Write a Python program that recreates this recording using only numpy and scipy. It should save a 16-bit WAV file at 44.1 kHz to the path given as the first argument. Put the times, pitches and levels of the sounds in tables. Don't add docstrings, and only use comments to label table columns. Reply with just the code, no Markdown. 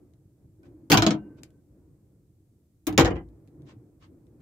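import sys
import numpy as np
from scipy import signal
from scipy.fft import rfft, irfft
from scipy.io import wavfile
from scipy.ndimage import uniform_filter1d

SR = 44100
rng = np.random.default_rng(int(sys.argv[2]) if len(sys.argv) > 2 else 0)


def to_linear_factor(level_db):
    exponent = np.asarray(level_db, float) / 20
    return 10 ** exponent


def log_audio(samples):
    frames = np.atleast_2d(samples).T
    limited = np.clip(frames, -1, 1)
    pcm = np.round(limited * 32767).astype(np.int16)
    wavfile.write(sys.argv[1], SR, pcm)


N = 194511

# [t/s, catch click level/dB, wood knock level/dB, panel boom level/dB]
LEFT_CONTACTS = [(0.9001, -27.5, -31, -26.5), (0.9040, -25.5, -31, -24), (0.9075, -26.5, -25, -27),
                 (0.9175, -12.5, -25, -19), (0.9241, -18.5, -16, -23), (0.9310, -20.5, -22.5, -20.5),
                 (0.9420, -18, -16, -24), (0.9730, -15, -20, -19), (1.0219, -19.5, -20.5, -23.5),
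                 (1.0650, -18, -21.5, -19), (1.1069, -27, -30, -24.5)]
RIGHT_CONTACTS = [
    (2.9777, -14, -17, -17),
    (2.9825, -45, -18, -19.5),
    (2.9897, -25.5, -18.5, -25),
    (2.9964, -21.5, -25, -22.5),
    (3.0085, -25, -28, -19.5),
    (3.0476, -30.5, -24.5, -31.5),
    (3.0560, -32, -26.5, -24),
    (3.0760, -42, -35.5, -26.5),
]
# [t/s, catch click level/dB, wood knock level/dB, panel boom level/dB]
LEFT_SETTLING = [
    (1.1449, -58, -42, -36),
]
RIGHT_SETTLING = [
    (3.1040, -56, -36, -31),
    (3.1085, -60, -35, -32),
    (3.1555, -66, -43, -36),
    (3.1625, -70, -41, -37),
]
# [t/s, catch click level/dB, wood knock level/dB, panel boom level/dB]
BRUSH_CONTACTS = [
    (2.8685, -32.5, -41, -38.5),
    (2.8716, -36, -36.5, -26),
    (2.8748, -41, -34.5, -30.5),
    (2.9262, -50, -46, -33),
]
# [f/Hz, level/dB, t60/s]
LEFT_PANEL = [(57.7, -20.5, 0.32), (91, -7.5, 0.051), (118.3, -6, 0.16), (159.4, 0.5, 0.12),
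              (204, -5.5, 0.3), (250, -5.5, 0.09), (276.4, -10.5, 0.25), (315.9, 2.5, 0.14),
              (355, -12.5, 0.14), (413, -9, 0.16), (477, -2, 0.048)]
RIGHT_PANEL = [(59.6, -5.5, 0.43), (80.06, -8, 0.42), (91.4, -2.5, 0.22), (120.2, 2, 0.18),
               (150, 5.5, 0.067), (173.6, -8.5, 0.2), (201.3, -14.5, 0.2), (276.3, -3.5, 0.21),
               (326.5, 2.5, 0.14), (359, -3.5, 0.14), (461, -3.5, 0.12), (508.8, -3, 0.11)]
BRUSHED_PANEL = [(62.9, -8, 0.17), (99.35, -14, 0.5), (139.1, -17, 0.14), (182, -16.5, 1), (220, -10, 0.15),
                 (282.8, -14.5, .2), (300.3, -2, 0.24), (314.6, 2.5, 0.13), (430, -11.5, 0.14),
                 (427, -27, 0.23)]
# [f/Hz, level/dB, t60/s]
LEFT_WOOD = [(530, 9, 0.011), (683, -4, 0.064), (716, -5, 0.08), (918, 6.5, 0.019), (1012, -11.5, 0.07),
             (1210, -6.5, 0.039), (1290, -2, 0.016), (1375, -5.5, 0.046), (1660, -18.5, 0.059),
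             (1670, 0.5, 0.011)]
RIGHT_WOOD = [(523, -1.5, 0.027), (615, -5.5, 0.07), (758.5, 8, 0.042), (872, -10.5, 0.096),
              (971, -7.5, 0.08), (1060, -8, 0.018), (1188, -4, 0.06), (1323.4, -7.5, .06),
              (1584, -13.5, 0.11), (1885, -5.5, 0.063), (2264, -6.5, 0.04), (2950, -11, 0.064)]
# [f/Hz, level/dB, t60/s]
LEFT_CATCH = [(1980, -1.5, 0.006), (3100, 1.5, 0.01), (3700, -7, 0.009), (4350, -0.5, 0.008),
              (5020, -1.5, .008), (6330, -3.5, 0.011), (7600, -11.5, 0.0072)]
RIGHT_CATCH = [(2110, 0.5, 0.0028), (2850, 7, 0.0029), (3800, -2, 0.007), (4750, -5.5, 0.0068),
               (5140, -8.5, 0.008), (5950, -13, 0.022), (6800, -5, 0.0087)]
# [f/Hz, level/dB, t60/s]
HANDLE_MODES = [(1540, 0, 1.1), (2810, 5, .4)]
# [t/s, peak level/dB, length/s]
AIR_PUFF = (2.9904, -3, 0.0011)
# [f/Hz, level/dB per Hz]
CLATTER_COLOUR = [(590, -25), (1000, -9), (1820, -12), (2270, -4.5), (2750, -11), (5840, -17.5),
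                  (7800, -24.5), (11700, -52.5)]
# [f/Hz, level/dB per Hz]
FIZZ_COLOUR = [(6000, -30.5), (7600, -10), (9900, -8.5), (11300, -7), (14000, -4.5), (15500, -3.5),
               (15900, -24.5), (16600, -48.5)]
# [t/s, peak level/dB, f/Hz, t60/s]
BUMPS = [(.028, -59, 326.5, 0.091), (0.591, -56, 332, 0.14), (.632, -66.5, 1440, 0.13),
         (.634, -74, 2310, 0.091), (0.663, -58, 320, 0.18), (.745, -49.5, 330.5, 0.11),
         (3.573, -52, 154, .08), (3.626, -47.5, 140, 0.086), (3.763, -45.5, 122, 0.11),
         (4.117, -54.5, 299, 0.11), (.828, -48.5, 295, .16)]
# [t/s, peak level/dB, t60/s, left minus right/dB]
SMALL_TICKS = [
    (1.434, -42.5, 0.01, 3),
               (.1364, -70, .012, 3), (.6315, -71, .03, -2), (1.5050, -70, .012, 0), (3.2880, -73, .012, 0),
               (3.4820, -72, .012, 0), (3.4754, -67, .012, 0), (3.6204, -68, .012, 0),
               (4.2684, -70, .008, 0)]
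# [f/Hz, level/dB per Hz]
TICK_COLOUR = [(700, -45), (1300, -22), (2150, -12), (2700, -14.5), (3400, -13), (6330, -15.5),
               (12100, -21.5), (16000, -40)]
# [start t/s, length/s, level/dB, left minus right/dB]
SCUFFS = [(.63, .06, -71, 0), (3.645, .1, -62, 0), (3.99, .09, -65, 0), (4.395, .03, -70, 0),
          (1.36, .05, -69, 0)]
# [f/Hz, level/dB per Hz]
SCUFF_COLOUR = [(600, -20), (900, 0), (1900, -5), (3000, -7), (5000, -12), (8000, -18), (10000, -40)]
# [t/s, level/dB]
SWAY = [
    [(0.0, -55), (0.2, -62), (0.332, -65.5), (0.42, -59), (0.546, -64.5), (0.672, -50.5), (0.8, -54.5),
     (0.88, -56.5)],
    [(1.28, -46), (1.45, -53), (1.648, -63), (1.76, -57), (2.0, -61.5), (2.15, -62), (2.304, -69),
     (2.55, -68), (2.82, -74.5)],
    [(3.3, -52.5), (3.5, -55), (3.65, -50), (3.85, -55.5), (4.0, -59.5), (4.164, -54.5), (4.25, -57.5),
     (4.41, -53)],
]
# [f/Hz, level/dB per Hz]
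RUMBLE_COLOUR = [(15, -61.5), (35, -22), (46, -10), (115, -4), (238, -15.5), (420, -20), (883, -38),
                 (2600, -55)]
# [f/Hz, width/Hz, lift/dB]
AIR_MODES = [(314, 48, 10), (482, 15, 3)]
# [f/Hz, level/dB per Hz]
HISS_COLOUR = [(710, -30), (1200, -9), (3000, -12), (5600, -10), (8000, -6), (9540, -8), (15400, -8),
               (16000, -25)]
# [f/Hz, t60/s]
CABIN_DECAY = [(300, .2), (1000, .16), (3000, .12), (5500, .085), (8000, .075), (14000, .08)]
# [f/Hz, likeness 0..1]
EAR_LIKENESS = [(60, .99), (250, .95), (600, .8), (1500, .3), (4000, 0)]


def closet_doors():
    left = door(LEFT_CONTACTS + LEFT_SETTLING, LEFT_PANEL, LEFT_WOOD, LEFT_CATCH, fizz_db=-6.5, thump_top_db=-24.5)
    pull = ring(HANDLE_MODES, rise=5.0, spread_db=-1, detune=0.009, apart=0.44, count=7)
    add(left, LEFT_CONTACTS[-1][0], to_linear_factor(-61) * pull)
    brush = door(BRUSH_CONTACTS, BRUSHED_PANEL, RIGHT_WOOD, RIGHT_CATCH, fizz_db=1.0, thump_top_db=-35.0)
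    right = door(RIGHT_CONTACTS + RIGHT_SETTLING, RIGHT_PANEL, RIGHT_WOOD, RIGHT_CATCH,
                 fizz_db=-11.5, thump_top_db=-23.0)
    add(right, AIR_PUFF[0], air_puff())
    return left + brush + right


def door(contacts, panel, wood, catch, fizz_db, thump_top_db):
    mix = np.zeros((2, N))
    dulling_db_per_s = 113
    for s, click_db, knock_db, boom_db in contacts:
        top_db = click_db + fizz_db - dulling_db_per_s * (s - contacts[0][0])
        boom = panel_boom(panel, boom_db, thump_top_db)
        knock = to_linear_factor(knock_db - 5.5) * ring(wood, rise=5.0, spread_db=2.5, detune=0.07, apart=0.99, count=4, size=8192)
        bright = catch_click(catch, click_db) + frame_clatter(click_db, knock_db) + click_fizz(top_db)
        add(mix, s, cabin(boom, wet_db=-7.5), pan_db=1.5)
        add(mix, s, cabin(knock, wet_db=1.0), pan_db=-0.3)
        add(mix, s, cabin(bright, wet_db=0.0))
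    return mix


def panel_boom(panel, boom_db, thump_top_db):
    upper = [mode for mode in panel if mode[0] > 165]
    lower = [mode for mode in panel if mode[0] < 165]
    thump_db = min(boom_db - 4.5, thump_top_db)
    boom = ring(upper, rise=1.1, spread_db=2.03, detune=0.018, apart=1.3, scatter=0.1, size=14000)
    thump = ring(lower, rise=1.0, spread_db=6.0, detune=0.046, apart=1.5, scatter=0.066, size=14000)
    return to_linear_factor(boom_db) * boom + to_linear_factor(thump_db) * thump


def catch_click(catch, click_db):
    click = ring(catch, rise=2.5, spread_db=2.0, detune=0.069, apart=0.35, count=4, size=2048)
    return np.pad(to_linear_factor(click_db - 4.5) * click, ((0, 0), (0, 2048)))


def frame_clatter(click_db, knock_db):
    level_db = max(click_db - 3.5, knock_db - 17)
    return fading(level_db, t60=0.035, size=4096) * coloured(CLATTER_COLOUR, 4096, channels=2)


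def click_fizz(top_db):
    return fading(top_db, t60=0.025, size=4096) * coloured(FIZZ_COLOUR, 4096, channels=2) * to_linear_factor([[0.9], [-0.9]])


def air_puff():
    _, db, length = AIR_PUFF
    pulse = np.pad(np.hanning(round(length * SR)), (0, 999))
    puff = signal.sosfilt(signal.butter(1, 90, "high", fs=SR, output="sos"), pulse)
    return to_linear_factor(db) * puff / puff.max()


def bumps():
    out = np.zeros((2, N))
    for s, db, hz, t60 in BUMPS:
        bump = ring([(hz, 0, t60)], rise=2.5, spread_db=2.5, detune=0.051, apart=1.0, count=2, size=8192)
        add(out, s, to_linear_factor(db) * bump)
    return out


def ticks():
    out = np.zeros((2, N))
    for s, db, t60, pan_db in SMALL_TICKS:
        snap = fading(db + 4, max(t60, 0.003), 2048) * coloured(TICK_COLOUR, 2048, channels=2)
        add(out, s, cabin(snap, wet_db=-7), np.clip(pan_db, -6, 6))
    return out


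def scuffs():
    out = np.zeros((2, N))
    for s, length, db, pan_db in SCUFFS:
        size = round(length * SR)
        grain = to_linear_factor(2.2 * evened(uniform_filter1d(rng.standard_normal(8192), 70)))
        rub = (grain * coloured(SCUFF_COLOUR, 8192, channels=2))[:, :size] * np.hanning(size)
        add(out, s, to_linear_factor(db) * cabin(rub, wet_db=-3), pan_db)
    return out


def rumble():
    frames, hz = N // 256 + 9, np.fft.rfftfreq(2048, 1 / SR)[:, None]
    a, b, c, d, patches = rng.standard_normal((frames, 1025, 5)).T
    patches = evened(uniform_filter1d(uniform_filter1d(patches, 5, 0), 8, 1))
    s, sway_db = np.concatenate(SWAY).T
    sway_db = np.interp(np.arange(frames) * 256 / SR, s, sway_db - sway_db.mean())
    same, left = np.clip(read(EAR_LIKENESS, hz), -1, 1), a + 1j * b
    z = np.array([left, same * left + np.sqrt(1 - same ** 2) * (c + 1j * d)])
    lift_db = sum(db * np.exp(-((hz - mode_hz) / width) ** 2) for mode_hz, width, db in AIR_MODES)
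    z *= to_linear_factor(read(RUMBLE_COLOUR, hz) + lift_db + 1.5 * patches) * (hz < RUMBLE_COLOUR[-1][0])
    still = signal.istft(z, nperseg=2048, noverlap=1792)[1].std()
    follow = np.where(hz > 200, 1.1, 0.49)
    z *= np.hypot(to_linear_factor(follow * sway_db), to_linear_factor(-10))
    return to_linear_factor(-56.5) / still * signal.istft(z, nperseg=2048, noverlap=1792)[1][:, :N]


def hiss():
    return to_linear_factor(-82) * coloured(HISS_COLOUR, N, channels=2)


def cabin(x, wet_db):
    taps = np.zeros((2, SR // 5))
    at = np.arange(40, SR // 5 - 20, 10) + rng.integers(0, 10, (2, (SR // 5 - 51) // 10))
    np.put_along_axis(taps, at, rng.choice([-1., 1.], at.shape), 1)
    hz, t, z = signal.stft(taps, SR, nperseg=256)
    same = np.clip(read(EAR_LIKENESS, hz), 0, 1)[:, None]
    z[1] = same * z[0] + np.sqrt(1 - same ** 2) * z[1]
    tail = signal.istft(z * to_linear_factor(-60 * t / read(CABIN_DECAY, hz)[:, None]), SR, nperseg=256)[1]
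    tail *= to_linear_factor(wet_db) / np.linalg.norm(tail[0])
    tail[:, 0] = 1
    return signal.fftconvolve(x, tail, axes=1)


def ring(modes, rise, spread_db, detune, apart, scatter=1, count=1, size=22050):
    t = np.arange(size) / SR
    hz, db, t60 = np.repeat(modes, count, axis=0).T[:, :, None]
    off, lift, phase, gap = rng.standard_normal((len(hz), 4)).T[:, :, None]
    turn = 2 * np.pi * (hz * (1 + detune * off) * t + scatter * phase)
    level = to_linear_factor(db + spread_db * lift - 60 * t / t60)
    level *= 1 - np.exp(-t * hz / rise)
    sound = np.array([(level * np.sin(turn + ear * apart * hz / 2000 * gap)).sum(0) for ear in (1, -1)])
    return sound / np.sqrt(uniform_filter1d((sound ** 2).mean(0), 441).max())


def coloured(points, size, channels=1):
    hz = np.fft.rfftfreq(size, 1 / SR)
    inside = (hz >= points[0][0]) & (hz <= points[-1][0])
    white = rfft(rng.standard_normal((channels, size)))
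    return evened(irfft(white * to_linear_factor(read(points, hz)) * inside, size))


def fading(db, t60, size):
    return to_linear_factor(db - 60 * np.arange(size) / SR / t60)


def evened(x):
    return x / np.sqrt(np.mean(x ** 2) + 1e-20)


def read(points, hz):
    f, value = np.transpose(points)
    return np.interp(np.log(hz + 1), np.log(f + 1), value)


def add(mix, s, sound, pan_db=0):
    part = mix[:, round(s * SR):][:, :sound.shape[-1]]
    part += sound[..., :part.shape[1]] * to_linear_factor(np.array([[pan_db], [-pan_db]]) / 2)


def scene():
    return closet_doors() + bumps() + ticks() + scuffs() + rumble() + hiss()


def low_pass(x):
    return signal.sosfilt(signal.butter(12, 16830, fs=SR, output="sos"), x)


def record(dry):
    thinned = signal.sosfilt(signal.butter(2, 46.42, "high", fs=SR, output="sos"), dry)
    top_cut = signal.firwin(255, 16500, window=("kaiser", 9), fs=SR)
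    thinned = signal.oaconvolve(thinned, top_cut[None], "same")
    return low_pass(np.clip(thinned, -1, 1))


dry = scene()
out = record(dry)
log_audio(out)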